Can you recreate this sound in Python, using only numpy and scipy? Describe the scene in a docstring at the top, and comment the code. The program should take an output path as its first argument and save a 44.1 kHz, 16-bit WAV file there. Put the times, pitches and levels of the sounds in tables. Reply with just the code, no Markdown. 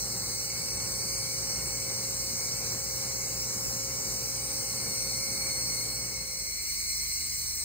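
"""Cicadas hiss, swell and buzz on a wooded hillside over the rumble and gear whine of a ropeway station.
Distant singers blend into a chorus; nearer ones sing in narrow bands, rattle in bursts or buzz with two tymbals
clicking in turn. Near the end the sound cross-fades to a quieter spot among trees, where the cicadas throb over
a valley murmur and the machinery is gone. Left and right are alike in the bass; in the treble their likeness
and phase difference change from band to band."""
import sys
import numpy as np
from scipy import signal
from scipy.fft import rfft, irfft, next_fast_len
from scipy.io import wavfile
from scipy.ndimage import uniform_filter1d

SR = 44100
rng = np.random.default_rng(int(sys.argv[2]) if len(sys.argv) > 2 else 0)


def put_to_file(sound):
    """Save the sound as 16-bit audio at rate SR, in the file named by the first command-line argument."""
    columns = np.atleast_2d(sound).T  # one column per channel
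    safe = np.clip(columns, -1, 1)
    whole_steps = np.round(safe * 32767)
    wavfile.write(sys.argv[1], SR, whole_steps.astype(np.int16))


N = 336909
T = np.arange(N) / SR
N_FFT = next_fast_len(N, True)
BIN_HZ = np.fft.rfftfreq(N_FFT, 1 / SR)
FADE_S = (5.815, 6.74)
TREES = np.interp(T, FADE_S, [0, 1])  # cross-fade gains
STATION = 1 - TREES


def amp(db):
    return 10 ** (np.asarray(db) / 20)


def unit_rms(x):
    return x / np.sqrt(np.mean(x ** 2) + 1e-20)


def over_time(rows):
    times_s, *columns = np.transpose(rows)
    return [np.interp(T, times_s, c) for c in columns]


def over_bins(rows):
    freq_hz, *columns = np.transpose(rows)
    return [np.interp(np.log(BIN_HZ + 1), np.log(freq_hz + 1), c) for c in columns]


def noise():
    """Two unrelated noises: what left and right share and what they do not."""
    return rng.standard_normal((2, N))


def shaped_noise(spectrum):
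    """Noise pair with a tabulated spectrum, silent outside it; rms 1."""
    inside = (BIN_HZ > spectrum[0][0]) & (BIN_HZ < spectrum[-1][0])
    gain = amp(over_bins(spectrum)[0]) * inside
    return unit_rms(irfft(rfft(noise(), N_FFT) * gain, N_FFT)[:, :N])


def band(x, centre_hz, width_hz):
    """Steep resonance with a movable centre; rms 1."""
    carrier = np.exp(2j * np.pi * np.cumsum(centre_hz * np.ones(N)) / SR)
    lowpass = signal.butter(3, 0.57 * width_hz, fs=SR, output="sos")
    return unit_rms((carrier * signal.sosfilt(lowpass, x / carrier)).real)


def drift(top_hz):
    """Random wander in the decade below top_hz; rms 1."""
    hz = np.geomspace(top_hz / 10, top_hz, 16)[:, None]
    wander = np.sin(2 * np.pi * (hz * T[::256] + rng.random(hz.shape))).sum(0)
    return np.interp(T, T[::256], unit_rms(wander))


def patchy(x, size, bins, frames, depth_db):
    """Random swells over frequency and time; rms 1."""
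    spectra = signal.stft(x, SR, nperseg=size)[2]
    patches = uniform_filter1d(rng.standard_normal(spectra.shape[1:]), bins, 0)
    patches = unit_rms(uniform_filter1d(patches, frames, 1))
    gain = amp(depth_db * np.clip(patches, -3, 1.8))
    return unit_rms(signal.istft(spectra * gain, SR, nperseg=size)[1][:, :N])


def whistle(hz, jitter):
    """A pair of ringing tones, each trembling in pitch and level."""
    cycles = np.array([np.cumsum(hz * (1 + jitter * drift(60.5))) / SR for _ in range(2)])
    return np.sqrt(2) * amp([2.2 * drift(25.5) for _ in range(2)]) * np.sin(2 * np.pi * cycles)


def tones(rows):
    """Wavering sines, each with its own left-right level and phase difference."""
    out = np.zeros((2, N))
    for hz, db, waver_hz, pan_db, lead_rad in rows:
        phase = 2 * np.pi * (hz * T + rng.random()) + 0.48 * drift(waver_hz)
        level = np.sqrt(2) * amp(db + 1.07 * drift(waver_hz))
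        out += level * amp([[pan_db / 2], [-pan_db / 2]]) * np.sin([phase + lead_rad, phase])
    return out


def fade_gain(station_db, trees_db):
    """Unrelated sounds at the two spots add in power, so the fade dips."""
    return np.hypot(STATION * amp(station_db), TREES * amp(trees_db))


def stereo_image(pair):
    """Left-right likeness and phase difference, set band by band over frequency."""
    # left against right: freq_hz, likeness, left_lead_rad
    image = [(30, 0.99, .01), (200, .99, .03), (434, 0.88, 0.13), (720, 0.49, 0.13), (1290, 0.7, 0.33),
             (2080, 0.05, 1.8), (3900, 0.14, 3.46), (4350, 0.1, 1.37), (4910, 0.62, 2.83),
             (5480, 0.92, 3.14), (7340, 0.78, 5.01), (7670, 0.99, 6.28), (9760, 1, 6.29), (10140, 0, 7.6),
             (11100, 1.001, 9.42), (12500, 1.001, 9.43), (13220, 0.2, 12.4), (14400, 1.001, 11.9),
             (16500, 1.001, 14)]
    likeness, lead_rad = over_bins(image)
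    likeness = np.clip(likeness, 0, 1)
    left, unrelated = rfft(pair, N_FFT)
    right = likeness * np.exp(-1j * lead_rad) * left + np.sqrt(1 - likeness ** 2) * unrelated
    return irfft([left, right], N_FFT)[:, :N]


def valley_murmur():
    """Low noise from far down the valley."""
    # murmur spectrum: freq_hz, relative_db
    spectrum = [(22, -24), (38, -10), (50, -3.5), (78, -11), (125, -7), (190, -11), (250, -17.5),
                (400, -16.5), (700, -23.5), (1050, -20.5), (1500, -22), (2000, -17), (3600, -54)]
    return amp(-52.5 + .7 * drift(4.9)) * shaped_noise(spectrum)


def faint_hums():
    """Three low hums and a thin tone among the trees."""
    # tones: pitch_hz, level_db, waver_hz, left_over_right_db, left_lead_rad
    partials = [(48.4, -54, 3, .3, .02), (74.2, -54, 3, .3, .02), (123, -62, 4, .3, .05),
                (2422, -65, 60, .2, 1.5)]
    return tones(partials)


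def pop():
    """One soft falling pop, opposite in left and right."""
    start_s, halving_s, decay_s = 3.6608, .00065, .012
    age_s = np.maximum(T - start_s, 0)
    hz = 20 + 2000 / (1 + age_s / halving_s)
    push = amp(-31.5) * np.exp(-age_s / decay_s) * np.sin(2 * np.pi * np.cumsum(hz * (age_s > 0)) / SR)
    return np.array([push, -push])


def station_rumble():
    """Low, slightly unsteady machinery noise."""
    # rumble spectrum: freq_hz, relative_db
    spectrum = [(22, -32), (38, -18), (57, 2), (70, -5.5), (100, -1), (130, -1), (150, -1.5), (220, -4.5),
                (250, -9), (330, -8), (400, -8.5), (460, -10.5), (600, -13), (1000, -13.5), (1400, -17),
                (2000, -16), (3000, -41.5), (3600, -62)]
    return amp(-46 + 1.21 * drift(9.5)) * shaped_noise(spectrum)


def gear_whine():
    """The ropeway machinery hums and its gears whine."""
    # machine tones: pitch_hz, level_db, waver_hz, left_over_right_db, left_lead_rad
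    partials = [(57.5, -52.5, 6, .6, .02), (119.6, -50, 9, .4, .01), (269.2, -63.5, 4, -2.3, .2),
                (386.6, -62, 5, 1.7, .1), (479.4, -58.2, 2.2, .45, -.2), (538.5, -52, 1.3, .9, .7),
                (807.8, -61.5, 1.5, .1, -.3), (1077, -62, 1.5, 11, -2.1), (1346.3, -66, 1.5, 9.4, -.45),
                (1437, -72, 1.5, -4.2, -.35), (1615.6, -73, 1.5, 4.5, -.2), (232, -66, 6, .3, .05),
                (418, -67, 14, .3, .1), (3770, -72, 3, .1, 3.1)]
    return tones(partials)


def far_chorus():
    """Distant cicadas blend to a patchy hiss; thin lines of single singers come and go."""
    # chorus spectrum: freq_hz, relative_db
    spectrum = [(2400, -19.5), (2800, -17), (3550, -29), (4150, -3), (4750, -4.5), (5500, 2.5),
                (6400, -0.9), (7000, -6), (8700, -4.5), (9900, -14.5), (10700, -10), (12500, -10.5),
                (14000, -11), (16500, -12)]
    hiss = patchy(shaped_noise(spectrum), size=512, bins=12, frames=10, depth_db=.5)
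    return fade_gain(-34, -34) * patchy(hiss, size=2048, bins=1, frames=5, depth_db=7.5)


def thin_singers():
    """Cicadas heard only as thin overtones, one clear tone and one shrill band."""
    # overtone pitches: time_s, low_hz, middle_hz, high_hz
    pitches = [(4.5, 5770, 8030, 8940), (5.9, 5790, 8110, 9010)]
    # overtone envelope: time_s, level_db
    envelope = [(4.45, -66), (4.7, -67), (5.75, -47), (5.95, -70)]
    # clear tone: time_s, pitch_hz, level_db
    clear_song = [(0, 4360, -56), (.7, 4370, -58), (1.1, 4380, -50), (2.2, 4310, -53), (2.6, 4320, -66),
                  (3.8, 4590, -66), (4.1, 4600, -53), (4.7, 4590, -53), (5.5, 4630, -56), (6.0, 4630, -66)]
    overtones = amp(over_time(envelope)[0]) * sum(whistle(hz, jitter=.001) for hz in over_time(pitches))
    shrill = amp(-48) * np.interp(T, [2.5, 5.5], [1, 0]) * band(noise(), 8238, width_hz=220)
    clear_hz, clear_db = over_time(clear_song)
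    return overtones + amp(clear_db) * whistle(clear_hz, jitter=.0029) + shrill


def sizzle():
    """A wide band of unresolved clicking grows and drops back."""
    db = np.interp(T, [.67, 4.06, 4.39], [-47.5, -39.5, -47.5])
    return fade_gain(db, trees_db=-49) * amp(0.46 * drift(10.0)) * band(noise(), 6980, width_hz=880)


def rattling_cicada():
    """High noisy clicks come in bursts, deepest around crest_s."""
    # rattle envelope: time_s, level_db
    envelope = [(0, -58), (2.5, -50), (6.2, -50), (6.7, -46), (6.95, -44), (7.2, -48), (7.64, -47)]
    # body response: freq_hz, relative_db
    body = [(4500, -28), (5500, -14), (7000, -22), (12500, -42), (14300, -3), (15500, -5), (16500, -15)]
    crest_s, burst_hz, click_hz = 7.034, 17.2, 205
    depth_db = 2.5 + 3.8 * np.exp(-((T - crest_s) / .15) ** 2)
    burst_db = depth_db * np.cos(2 * np.pi * (T - crest_s) * burst_hz + .4 * drift(3.5))
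    level = amp(over_time(envelope)[0] + burst_db + 0.98 * drift(3.5))
    clicks = 0.38 + np.exp(-(T * click_hz % 1) / .3)
    return level * unit_rms(clicks * shaped_noise(body))


def buzzing_cicada():
    """Two tymbals click in turn, so every second harmonic is stronger; leaves scramble the phases."""
    # buzz: time_s, level_db, body_resonance_hz
    song = [(0, -63, 5100), (2.05, -49, 5250), (2.3, -49, 5100), (2.9, -51, 5150), (3.4, -52, 5390),
            (4.0, -43.5, 5730), (4.4, -45.5, 6040), (4.85, -42, 5700), (5.3, -44, 5900), (6.2, -46, 5950)]
    # tymbal cycle: time_s, rate_hz
    tymbal_rate = [(2.1, 226.2), (4.0, 227.4), (4.6, 227.4), (6.2, 228.6)]
    # two upper resonances, treble, low hiss: centre_hz, width_hz
    side_bands = [(8210, 300), (9120, 300), (13200, 2500), (2720, 450)]
    # those bands against the body: early_db, late_db
    side_levels = [(-4, -4), (-25, -4), (-3, -8), (-30, -22.5)]
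    db, body_hz = over_time(song)
    cycles = np.cumsum(over_time(tymbal_rate)[0] * (1 + .0014 * drift(40.5))) / SR
    harmonics, grid = np.arange(18, 66), np.linspace(0, 1, 4097)
    phases = harmonics * grid[:, None] + rng.random((2, 1, len(harmonics)))
    waveforms = np.cos(2 * np.pi * phases) @ (1.7 - harmonics % 2)
    clicks = np.array([np.interp(cycles % 1, grid, wave) for wave in waveforms])
    drives = (clicks, clicks, clicks, noise())
    sides = sum(amp(np.interp(T, (4.7, 4.4), levels_db)) * band(drive, *shape_hz)
                for drive, shape_hz, levels_db in zip(drives, side_bands, side_levels))
    return amp(db + 1.6 * drift(22.5)) * (band(clicks, body_hz, width_hz=570) + sides)


def high_singer():
    """A high hiss that throbs ever more slowly."""
    crest_s, throb_hz, slowing_hz_per_s = 7.02, 9.05, 2.25
    offset_s = T - crest_s
    cycles = throb_hz * offset_s - slowing_hz_per_s * offset_s ** 2 / 2
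    return amp(-6.5 + 10 * np.cos(2 * np.pi * cycles)) * band(noise(), 8498, width_hz=350)


def swelling_cicadas():
    """A group sings in three bands about an octave apart; the nearest singer throbs."""
    # main band: time_s, level_db, pitch_hz
    main_song = [(0, -50, 4300), (.3, -46, 4500), (.7, -44.5, 4400), (1.5, -47, 4450), (2.2, -49, 4380),
                 (2.7, -48, 4360), (4.2, -62, 4470), (4.8, -47, 4415), (5.7, -45, 4370), (7.0, -41.5, 4330),
                 (7.64, -47, 4300)]
    # one clearer singer: time_s, pitch_hz, relative_db
    clear_song = [(0, 4210, -5), (.33, 4170, 0.5), (.45, 4380, -16), (.7, 4564, -7), (1.2, 4540, 4),
                  (2.0, 4520, -15), (4.2, 4250, -9), (4.7, 4270, -1), (4.9, 4325, 4.5), (5.3, 4315, 4),
                  (5.6, 4330, 6), (5.82, 4320, 4), (6.05, 4270, -1), (6.3, 4197, 1), (6.8, 4180, -4),
                  (7.1, 4158, -3.5), (7.64, 4152, -2.5)]
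    # half-pitch band: time_s, level_db, pitch_hz
    lower_song = [(0, -54, 2170), (.55, -47.5, 2194), (2.2, -49, 2183), (3.1, -49.5, 2180),
                  (3.8, -52.5, 2180), (4.6, -50.5, 2207), (5.5, -47, 2200), (6.3, -47, 2180),
                  (7.0, -47, 2180), (7.64, -50.5, 2150)]
    main_db, main_hz = over_time(main_song)
    clear_hz, clear_db = over_time(clear_song)
    lower_db, lower_hz = over_time(lower_song)
    upper_db = np.interp(T, [2.2, 2.7, 4.2, 4.36], [-42, -48, -50, -42])

    crest_s, throb_hz = 7.015, 10.0
    beat = 2 * np.pi * (T - crest_s) * throb_hz
    pulses = np.cos(beat) + 0.47 * np.cos(2 * beat)  # strong and weak in turn
    throb_db = np.interp(T, FADE_S, [1, 1.5]) * pulses

    main = amp(0.41 * throb_db) * band(noise(), main_hz, width_hz=340)
    main += amp(clear_db + 1.4 * throb_db) * whistle(clear_hz, jitter=np.interp(T, FADE_S, [.0055, .003]))
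    upper = patchy(band(noise(), 8436, width_hz=1030), size=2048, bins=2, frames=14, depth_db=3.0)
    upper += STATION * amp(clear_db - 8.5) * band(noise(), clear_hz * 2, width_hz=170)
    upper += TREES * high_singer()
    lower = patchy(band(noise(), lower_hz, width_hz=194), size=4096, bins=2, frames=6, depth_db=4.5)
    lower += amp(clear_db - 8) * whistle(clear_hz / 2, jitter=.012)

    main *= amp(main_db + 0.25 * drift(20.5))
    lower *= amp(lower_db + 0.53 * throb_db + 0.76 * drift(12.5))
    return fade_gain(0, 0) * (main + amp(upper_db) * upper + lower)


def scene():
    """The station cross-fades to the trees; most of the cicadas carry on at both spots."""
    background = STATION * station_rumble() + TREES * valley_murmur()
    cicadas = far_chorus() + swelling_cicadas() + sizzle()
    cicadas += STATION * (buzzing_cicada() + thin_singers()) + rattling_cicada()
    return stereo_image(background + cicadas) + STATION * gear_whine() + TREES * faint_hums() + pop()


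def record(dry):
    """Steep treble cut-off."""
    cutoff_hz = 15720
    lowpass = signal.firwin(1023, cutoff_hz, window=("kaiser", 10), fs=SR)
    return signal.oaconvolve(dry, lowpass[None], "same")


dry = scene()
out = record(dry)
put_to_file(out)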